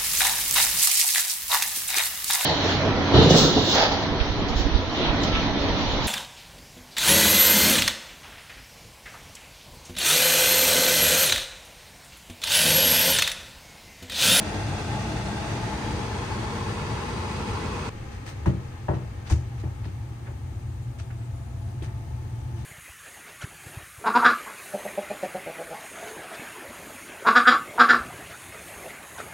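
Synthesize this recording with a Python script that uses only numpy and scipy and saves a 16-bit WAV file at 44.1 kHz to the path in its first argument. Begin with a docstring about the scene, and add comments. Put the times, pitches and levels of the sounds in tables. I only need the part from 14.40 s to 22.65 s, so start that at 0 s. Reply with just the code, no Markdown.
"""At an air handler's open cabinet, close by, turbulent noise rushes through ringing sheet metal over a low rumble.
From 0.6 s the listener backs away, and the rush's echo off the closet wall colours it upward.
At 3.5 s the place jumps to the hallway: the access panel is knocked, slid and pushed into place, heard as
decaying modes, gritty noise and short cracks. Its closing muffles the rush and leaves the motor's hum and
faint whine, with thin whistles of air at the last slit; near the end the blower slowly grows."""
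import sys
import numpy as np
from scipy import signal
from scipy.fft import rfft, irfft
from scipy.io import wavfile

SR = 44100
rng = np.random.default_rng(int(sys.argv[2]) if len(sys.argv) > 2 else 0)


def digitize_waveform(pressure):
    """Quantize a signal to 16-bit integers and store it at the path in sys.argv[1].

    Rows of a 2-D input are taken as channels; values are limited to [-1, 1].
    """
    field = np.atleast_2d(pressure).T
    bounded = np.clip(field, -1, 1)
    quanta = np.round(bounded * 32767).astype(np.int16)
    wavfile.write(sys.argv[1], SR, quanta)


N = 363825
TIME = np.arange(N) / SR   # s
FREQS = np.maximum(np.fft.rfftfreq(N, 1 / SR), 1)   # Hz
LEFT_RIGHT = np.array([[1], [-1]])
MOVE_S = 3.494   # the listening point jumps from the cabinet to the hallway

# the sound field in the hallway: (frequency [Hz], left-right likeness [-1 to 1], left minus right [dB])
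HALLWAY_FIELD = [(60, 1, 1), (120, 1, 3), (202, 0.68, -3), (380, 0.87, -1), (466, 0, 1.5), (670, 0.13, 5),
                 (1300, 0.057, 2), (2380, 0.065, 1), (4660, 0, 7), (8300, 0, 10), (11700, 0.36, 0)]


def from_db(db):
    """Decibels to gain."""
    return 10 ** (np.asarray(db) / 20)


def rms(x):
    """Root mean square."""
    return np.sqrt(np.mean(x ** 2) + 1e-20)


def in_time(rows):
    """Each column of a curve at every sample."""
    s, *columns = np.transpose(rows)
    return [np.interp(TIME, s, c) for c in columns]


def in_frequency(rows):
    """Each column of a spectrum at every frequency."""
    hz, *columns = np.transpose(rows)
    return [np.interp(np.log(FREQS), np.log(hz), c) for c in columns]


def ease(start, length):
    """A smooth move from 0 to 1."""
    return (1 - np.cos(np.pi * np.clip((TIME - start) / length, 0, 1))) / 2


def drift(rate_hz):
    """Random wander of rms 1, weak above the given rate."""
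    slow = irfft(rfft(rng.standard_normal(N)) / (1 + (FREQS / rate_hz) ** 2), N)
    return slow / rms(slow)


def dying(t, t60):
    """A decay by 60 dB in t60 seconds that starts at t = 0."""
    return from_db(-60 * np.clip(t / t60, 0, 4)) * (t >= 0)


def low_pass(x, hz):
    """Three-pole low-pass."""
    return signal.sosfilt(signal.butter(3, min(hz, .45 * SR), fs=SR, output="sos"), x)


def add(out, s, sound):
    """Mix a stereo sound in at a given time."""
    at = int(s * SR)
    out[:, at:at + sound.shape[1]] += sound[:, :N - at]


def standing_waves():
    """Early echoes ripple the spectrum (dB), differently at each ear and most in the middle range."""
    depth_db, echo_spread_s, fade_above_hz = 6, 0.0098, 2270
    # smoothing along frequency sets how closely the ripples are spaced
    r = np.exp(-2 * np.pi * echo_spread_s * SR / N)
    ripple = signal.lfilter([1], [1, -2 * r, r * r], rng.standard_normal((2, len(FREQS))))
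    return depth_db * ripple / rms(ripple) / (1 + 600 / FREQS + FREQS / fade_above_hz)


def air(spectrum, stereo, lift_db=0):
    """Stereo noise of rms 1 with a given colour; a table sets how alike the two ears are at each pitch."""
    alike, balance_db = in_frequency(stereo)
    alike = np.clip(alike, -1, 1)
    mid, side = rfft(rng.standard_normal((2, N)))
    pair = np.sqrt(1 + alike) * mid + np.sqrt(1 - alike) * side * LEFT_RIGHT
    colour_db = in_frequency(spectrum)[0] + lift_db + LEFT_RIGHT * balance_db / 2
    noise = irfft(pair * from_db(colour_db + standing_waves()) * (FREQS > 15), N)
    return noise / rms(noise)


def open_blower(flutter_db=.5):
    """Turbulence from the wheel rings in the cabinet; stepping back changes which resonances stand out."""
    # air at the open cabinet: (frequency [Hz], relative level per Hz [dB])
    rush_colour = [(25, -35), (40, -12), (62, -4.5), (110, -1), (165, -9), (260, -15), (420, -10.5),
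                   (600, -19), (740, -17.5), (1000, -18.5), (2000, -21.5), (3300, -27), (7000, -32.5),
                   (9000, -34.5), (10500, -47.5), (15000, -52)]
    # cabinet resonances: (frequency [Hz], width [Hz], lift close by [dB], lift a step back [dB])
    cabinet_modes = [(113, 76, 1.5, 0), (180, 26, 0.5, -1.5), (210.6, 31.6, 9, 10), (319, 47, 7.5, 2.5),
                     (475, 58, 1, 7), (646, 103, 5, -0.5), (824, 87, 5.5, 2.5), (866, 35, 4, 5),
                     (1030, 96, 0.5, 2.5), (1230, 140, 0.5, 1), (1607, 21, 7.5, 2), (1730, 21, -13, 5)]
    # the sound field at the cabinet: (frequency [Hz], left-right likeness [-1 to 1], left minus right [dB])
    near_field = [(60, 0.99, -0.5), (199, 0.98, 2.5), (382, 0.89, 3.5), (610, 0.43, -1), (800, 0.97, 3.5),
                  (1300, 0.26, 3), (2360, 0, -1.5), (3520, 0, 0), (4730, 0.22, 6), (7600, 0, 0)]
    back_start_s, back_takes_s = 0.61, 1.84
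    close_level_db, back_loss_db = -29, 1.21

    back = ease(back_start_s, back_takes_s)
    hz, width, close_db, back_db = np.transpose(cabinet_modes)
    bells = 1 / (1 + (2 * (FREQS[:, None] - hz) / width) ** 2)
    # equal-power crossfade between the two distances
    rush = np.sqrt(1 - back) * air(rush_colour, near_field, bells @ close_db)
    rush += np.sqrt(back) * air(rush_colour, near_field, bells @ back_db)
    return rush * from_db(close_level_db - back_loss_db * back + flutter_db * drift(21))


def wall_echo(rush):
    """The closet wall returns the rush a moment later; the lag shrinks with distance, so the colour sweeps upward."""
    # lag of the echo off the closet wall: (time [s], left [ms], right [ms])
    wall_lag = [(0, 1.42, 1.15), (0.8, 1.38, 1.15), (1.7, 1.17, 0.9), (2.8, 0.98, 0.8), (3.5, 0.85, 0.75)]
    echo_db, echo_top_hz = -11.5, 4370
    dull = signal.sosfilt(signal.butter(1, echo_top_hz, fs=SR, output="sos"), rush)
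    echo = [np.interp(TIME - lag_ms / 1000, TIME, ear) for lag_ms, ear in zip(in_time(wall_lag), dull)]
    return rush + from_db(echo_db) * np.array(echo)


def hallway_blower(waver_db=-1.5, hum_wander=0.91):
    """The escaping air fades as the gap narrows; hum and rumble step up when the panel seats; all grow on approach."""
    # rumble and air that reach the hallway through the cabinet walls: (frequency [Hz], relative level per Hz [dB])
    through_walls = [(25, -38), (45, -6.5), (70, 3), (125, 3.5), (170, -21), (205, -13), (255, -22.5),
                     (360, -16.5), (450, -36), (510, -25.5), (580, -27.5), (740, -25.5), (850, -27.5),
                     (940, -30), (4000, -45), (9500, -45.5), (15000, -53)]
    # air that escapes past the panel: (frequency [Hz], relative level per Hz [dB])
    past_panel = [(100, 10), (300, 5.5), (500, 4.5), (620, -4), (730, -5.5), (820, 4), (920, -5),
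                  (1050, -2.5), (1400, -7), (2000, -5), (3500, -14.5), (8500, -23), (11000, -45),
                  (15000, -46)]
    # the gap beside the panel narrows steadily until it is as good as shut
    shut_s, leak_db, leak_fall_db_per_s = 6.54, -41.5, 3.5
    # the panel seats on its frame and from then on radiates the motor's hum and rumble
    seat_s, seat_takes_s = 4.6, 0.66
    hum_hz, hum_db, seated_hum_db = 117.8, -49, 9   # level before seating, gain once seated
    rumble_db, seated_rumble_db = -36, 1.03
    # the listener then edges toward the closet; the hum grows faster than the air
    approach_start_s, air_db_per_s, hum_db_per_s = 6.8, 1.4, 3.2

    closing_s = np.clip(TIME, MOVE_S, shut_s) - MOVE_S
    seated = ease(seat_s, seat_takes_s)
    approach_s = np.maximum(TIME - approach_start_s, 0)
    leak = from_db(leak_db - leak_fall_db_per_s * closing_s) * air(past_panel, HALLWAY_FIELD)
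    rumble = from_db(rumble_db + seated_rumble_db * seated) * air(through_walls, HALLWAY_FIELD)
    hum = np.sqrt(2) * np.sin(2 * np.pi * hum_hz * TIME + hum_wander * drift(6.6))
    hum_level_db = hum_db + seated_hum_db * seated + hum_db_per_s * approach_s
    hum *= from_db(hum_level_db + waver_db * drift(3.3))
    return from_db(air_db_per_s * approach_s) * (leak + rumble) + hum


def motor_whine():
    """Thin tones of the motor come and go, creeping upward in pitch, a little stronger on the left."""
    # whine tones: (start [s], end [s], first pitch [Hz], last pitch [Hz], level before left-right lean [dB])
    whine_tones = [(4.6, 6.0, 808, 818, -65), (6.45, 7.85, 665, 682, -62), (7.25, 8.5, 871, 877, -60.5)]
    fade_s, lean_db, wander_rad = .2, 2.0, .3
    out = 0
    for start, end, first_hz, last_hz, db in whine_tones:
        pitch = np.interp(TIME, [start, end], [first_hz, last_hz])
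        phase = 2 * np.pi * np.cumsum(pitch) / SR
        gate = np.clip(np.minimum(TIME - start, end - TIME) / fade_s, 0, 1)
        out = out + np.sqrt(2) * gate * from_db(db) * np.sin(phase + wander_rad * drift(1.4))
    return out * from_db(lean_db * LEFT_RIGHT)


def slit_whistles():
    """Air whistles thinly and unsteadily through the last slit; each pitch rises and falls with its loudness."""
    # whistles: (start [s], length [s], base pitch [Hz], rise [Hz], level at full swell before flicker [dB])
    whistle_tones = [(5.75, 1.7, 7050, 100, -76), (5.65, 1.8, 8050, 70, -74), (6.9, 0.22, 9700, 500, -72),
                     (7.16, 0.2, 9700, 350, -71)]
    wander, blur, flicker_db = .005, .007, 3   # slow and fast pitch spread as fractions
    out = 0
    for start, length, hz, rise_hz, db in whistle_tones:
        swell = np.sin(np.pi * np.clip((TIME - start) / length, 0, 1))
        pitch = (hz + rise_hz * swell ** 2) * (1 + wander * drift(9) + blur * drift(250))
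        level = from_db(db + flicker_db * drift(8.8)) * np.sqrt(np.abs(swell))
        out = out + np.sqrt(2) * level * np.sin(2 * np.pi * np.cumsum(pitch) / SR)
    return out


def panel_scrapes(grit_db=2.5, room_t60=0.19):
    """Short gritty slides of metal on metal: each swells as the edge bites, then dies away in the hallway."""
    # the panel's edge slides on the frame: (time [s], level before low-pass [dB], length [s], cut-off [Hz])
    edge_slides = [(3.704, -52, 0.044, 9000), (3.858, -41.5, 0.031, 14000), (4.058, -43.5, 0.0079, 14000),
                   (4.533, -51, .022, 6000), (4.852, -46, 0.054, 8000), (4.896, -40.5, 0.025, 14000),
                   (5.173, -54.5, 0.033, 14000), (5.427, -51, 0.041, 4000), (5.858, -45.5, 0.022, 2400),
                   (6.584, -47.5, 0.017, 9000), (6.702, -48, 0.01, 2400), (6.81, -53, 0.0093, 3500),
                   (7.425, -48, 0.022, 12000), (7.473, -49, .02, 2400), (8.16, -55, .06, 14000)]
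    # colour of the sliding edge: (frequency [Hz], relative level per Hz [dB])
    edge_colour = [(100, -14), (330, 8), (800, 10), (1500, 14), (3000, 8), (4300, 5.5), (5700, 4.5),
                   (9000, 0), (11000, -11), (15000, -5)]
    friction = from_db(grit_db * drift(230)) * air(edge_colour, HALLWAY_FIELD)
    out = 0
    for s, db, length, top_hz in edge_slides:
        swell = np.clip((TIME - s) / (length / 3), 0, 1)
        stroke = swell * dying(np.maximum(TIME - s - length, 0), room_t60)
        out = out + from_db(db) * stroke * low_pass(friction, top_hz)
    return out


def lip_snaps(crack_t60=0.013, room_db=-11, room_t60=0.27):
    """The panel's lip snaps on the metal frame: a crisp crack of narrow noise with a short hallway echo."""
    # snaps: (time [s], level before left-right lean and decay [dB], pitch [Hz])
    snaps = [(4.058, -39, 1850), (4.485, -45, 2600), (4.899, -37, 6200), (4.907, -39, 6100),
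             (4.913, -42, 7200), (4.921, -41, 5950), (4.934, -47, 5800), (4.962, -50, 6100),
             (5.453, -50, 4530), (6.596, -50, 3600), (6.708, -48, 1790), (7.288, -54, 4800),
             (7.423, -44, 3140), (7.427, -52, 8000)]
    spread = 1.25   # a snap's band reaches this factor either side of its pitch
    out, t = np.zeros((2, N)), TIME[:SR // 2]
    fade = dying(t, crack_t60) + from_db(room_db) * dying(t, room_t60)
    balance_db = in_frequency(HALLWAY_FIELD)[1]
    for s, db, hz in snaps:
        edges_hz = [hz / spread, min(hz * spread, .45 * SR)]
        band = signal.butter(2, edges_hz, "band", fs=SR, output="sos")
        crack = signal.sosfilt(band, rng.standard_normal((2, len(t))))
        lean_db = balance_db[np.searchsorted(FREQS, hz)] * LEFT_RIGHT / 2
        add(out, s, from_db(db + lean_db) * fade * crack / rms(crack))
    return out


def panel_modes(swell_cycles=0.96):
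    """One second of the panel's ring; low modes swell last, high ones reach the two ears out of step."""
    # panel modes: (frequency [Hz], relative level [dB], decay t60 [s])
    sheet_modes = [(77, 1, 0.21), (105.7, -5, 0.31), (125, -5.5, 0.45), (140.6, -6, 0.29),
                   (183.6, -8.5, 0.42), (186, -21, 0.26), (261, -17.5, 0.2), (297, -13.5, 0.31),
                   (330, -4.5, 0.32), (380, -12, 0.47), (450, -24, 0.14), (575, -13, 0.14),
                   (617, -14, 0.25), (715, -22, 0.07), (802, -18, .1), (870, -12, 0.14), (972, -13, 0.07),
                   (1074, -19, 0.13), (1180, -21, 0.15), (1500, -22.5, 0.19), (1704, -16, 0.086),
                   (1900, -18.5, 0.15)]
    out, t = 0, TIME[:SR]
    alike, hall_db = in_frequency(HALLWAY_FIELD)
    for k, (hz, db, t60) in enumerate(sheet_modes):
        here, sign = np.searchsorted(FREQS, hz), (-1) ** k
        apart = np.arccos(np.clip(alike[here], -1, 1)) / 2   # phase that gives this likeness
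        wave = sign * np.sin(2 * np.pi * hz * t + LEFT_RIGHT * apart)
        swell = 1 - np.exp(-t * hz / swell_cycles)
        out = out + from_db(db + LEFT_RIGHT * hall_db[here] / 2) * wave * dying(t, t60) * swell
    return out


def bend(ring, lag_s):
    """Low bending waves cross the sheet slowly, so a knock sweeps down from a tick into a thud."""
    late_below_hz = 564
    hz = np.fft.rfftfreq(2 * SR, 1 / SR)
    delay_s = lag_s / (1 + (hz / late_below_hz) ** 4)
    # summing the delay over frequency gives the phase
    turn = np.exp(-2j * np.pi * np.cumsum(delay_s) * hz[1])
    return irfft(rfft(ring, 2 * SR) * turn)[:, :SR]


def knock(hz):
    """A few cycles from the struck spot, which reach the listener before the panel's late low notes."""
    peak_cycles = 1.52   # cycles until the knock is at its height
    cycles = hz * TIME[:SR]
    age = cycles / peak_cycles
    return np.sin(2 * np.pi * cycles) * age ** 2 * np.exp(2 - 2 * np.minimum(age, 20))


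def panel_blows(clank_db=-7.5, clank_t60=0.31, tail_db=-24, tail_t60=1.0):
    """Each strike knocks and rings the panel; the soft push behind it reaches only the lowest modes."""
    # a hard strike and the soft push of the hand, levels before filtering: (time [s], strike [dB],
    # strike cut-off [Hz], push [dB], push cut-off [Hz], lag of the low notes [s], knock [dB], knock pitch [Hz])
    blows = [(4.058, -19.5, 2390, -13, 228, .005, -26, 990),
             (4.483, -15.5, 1500, -17.5, 316, 0.0018, -30, 940),
             (4.533, -29.5, 2186, -27, 423, 0.0018, -33, 397),
             (4.899, -27, 1410, -5, 80, 0.01096, -33, 1060), (4.914, -31, 1000, -34, 350, 0.0019, -29, 322),
             (5.236, -36, 2400, -22.5, 136, 0.0012, -29.5, 350),
             (5.261, -37, 1800, -36, 140, .001, -43, 403), (5.453, -39, 2500, -23, 126, .001, -42, 1690),
             (5.881, -38, 1600, -42, 170, .001, -47, 1410), (6.704, -48, 3000, -49, 150, .001, -45, 1600),
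             (7.42, -39, 4000, -26.5, 109, 0.00086, -33, 350)]
    # the panel's crowd of weaker modes: (frequency [Hz], relative level per Hz [dB])
    crowd_colour = [(60, -14), (130, 15.5), (250, 12.5), (500, 7.5), (1000, -1), (1400, -4), (2000, -12),
                    (3000, -7.5), (8000, -29), (15000, -11.5)]
    strike_low_hz = 385   # a strike is too brief to move the panel's lowest modes
    out, t = np.zeros((2, N)), TIME[:SR]
    modes, crowd = panel_modes(), air(crowd_colour, HALLWAY_FIELD)
    # the crowd of weaker modes dies quickly and the hallway holds a faint tail
    fade = from_db(clank_db) * dying(t, clank_t60) + from_db(tail_db) * dying(t, tail_t60)
    brief = signal.butter(2, strike_low_hz, "high", fs=SR, output="sos")
    for s, strike_db, strike_hz, push_db, push_hz, lag_s, knock_db, knock_hz in blows:
        pick = rng.integers(0, N - SR)   # a fresh stretch of noise for each blow
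        ring = bend(modes + fade * crowd[:, pick:pick + SR], lag_s)
        strike = from_db(strike_db) * signal.sosfilt(brief, low_pass(ring, strike_hz))
        push = from_db(push_db) * low_pass(ring, push_hz)
        add(out, s, strike + push + from_db(knock_db) * knock(knock_hz))
    return out


def scene():
    """First at the open cabinet, then in the hallway."""
    moved = np.clip((TIME - MOVE_S) / 0.001, 0, 1)
    blower = hallway_blower() + motor_whine() + slit_whistles()
    panel = panel_scrapes() + lip_snaps() + panel_blows()
    return (1 - moved) * wall_echo(open_blower()) + moved * (blower + panel)


def record(dry):
    """The microphone has narrow dips in the treble, its right port hears the bass a little late, and the top is cut."""
    # dips in the microphone's response: (frequency [Hz], width [Hz], depth [dB])
    mic_dips = [(5350, 190, -11), (7580, 440, -10), (10940, 1090, -21.5)]
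    port_lag_s, port_lag_top_hz, cutoff_hz = 0.00011, 550, 15700
    dips_db = sum(db / (1 + (2 * (FREQS - hz) / width) ** 8) for hz, width, db in mic_dips)
    lag_s = port_lag_s / (1 + (FREQS / port_lag_top_hz) ** 6) * np.array([[0], [1]])
    late = np.exp(-2j * np.pi * FREQS * lag_s)
    top = 1 / (1 + (FREQS / cutoff_hz) ** 120)
    return irfft(rfft(dry) * from_db(dips_db) * late * top, N)


dry = scene()
out = record(dry)
digitize_waveform(out)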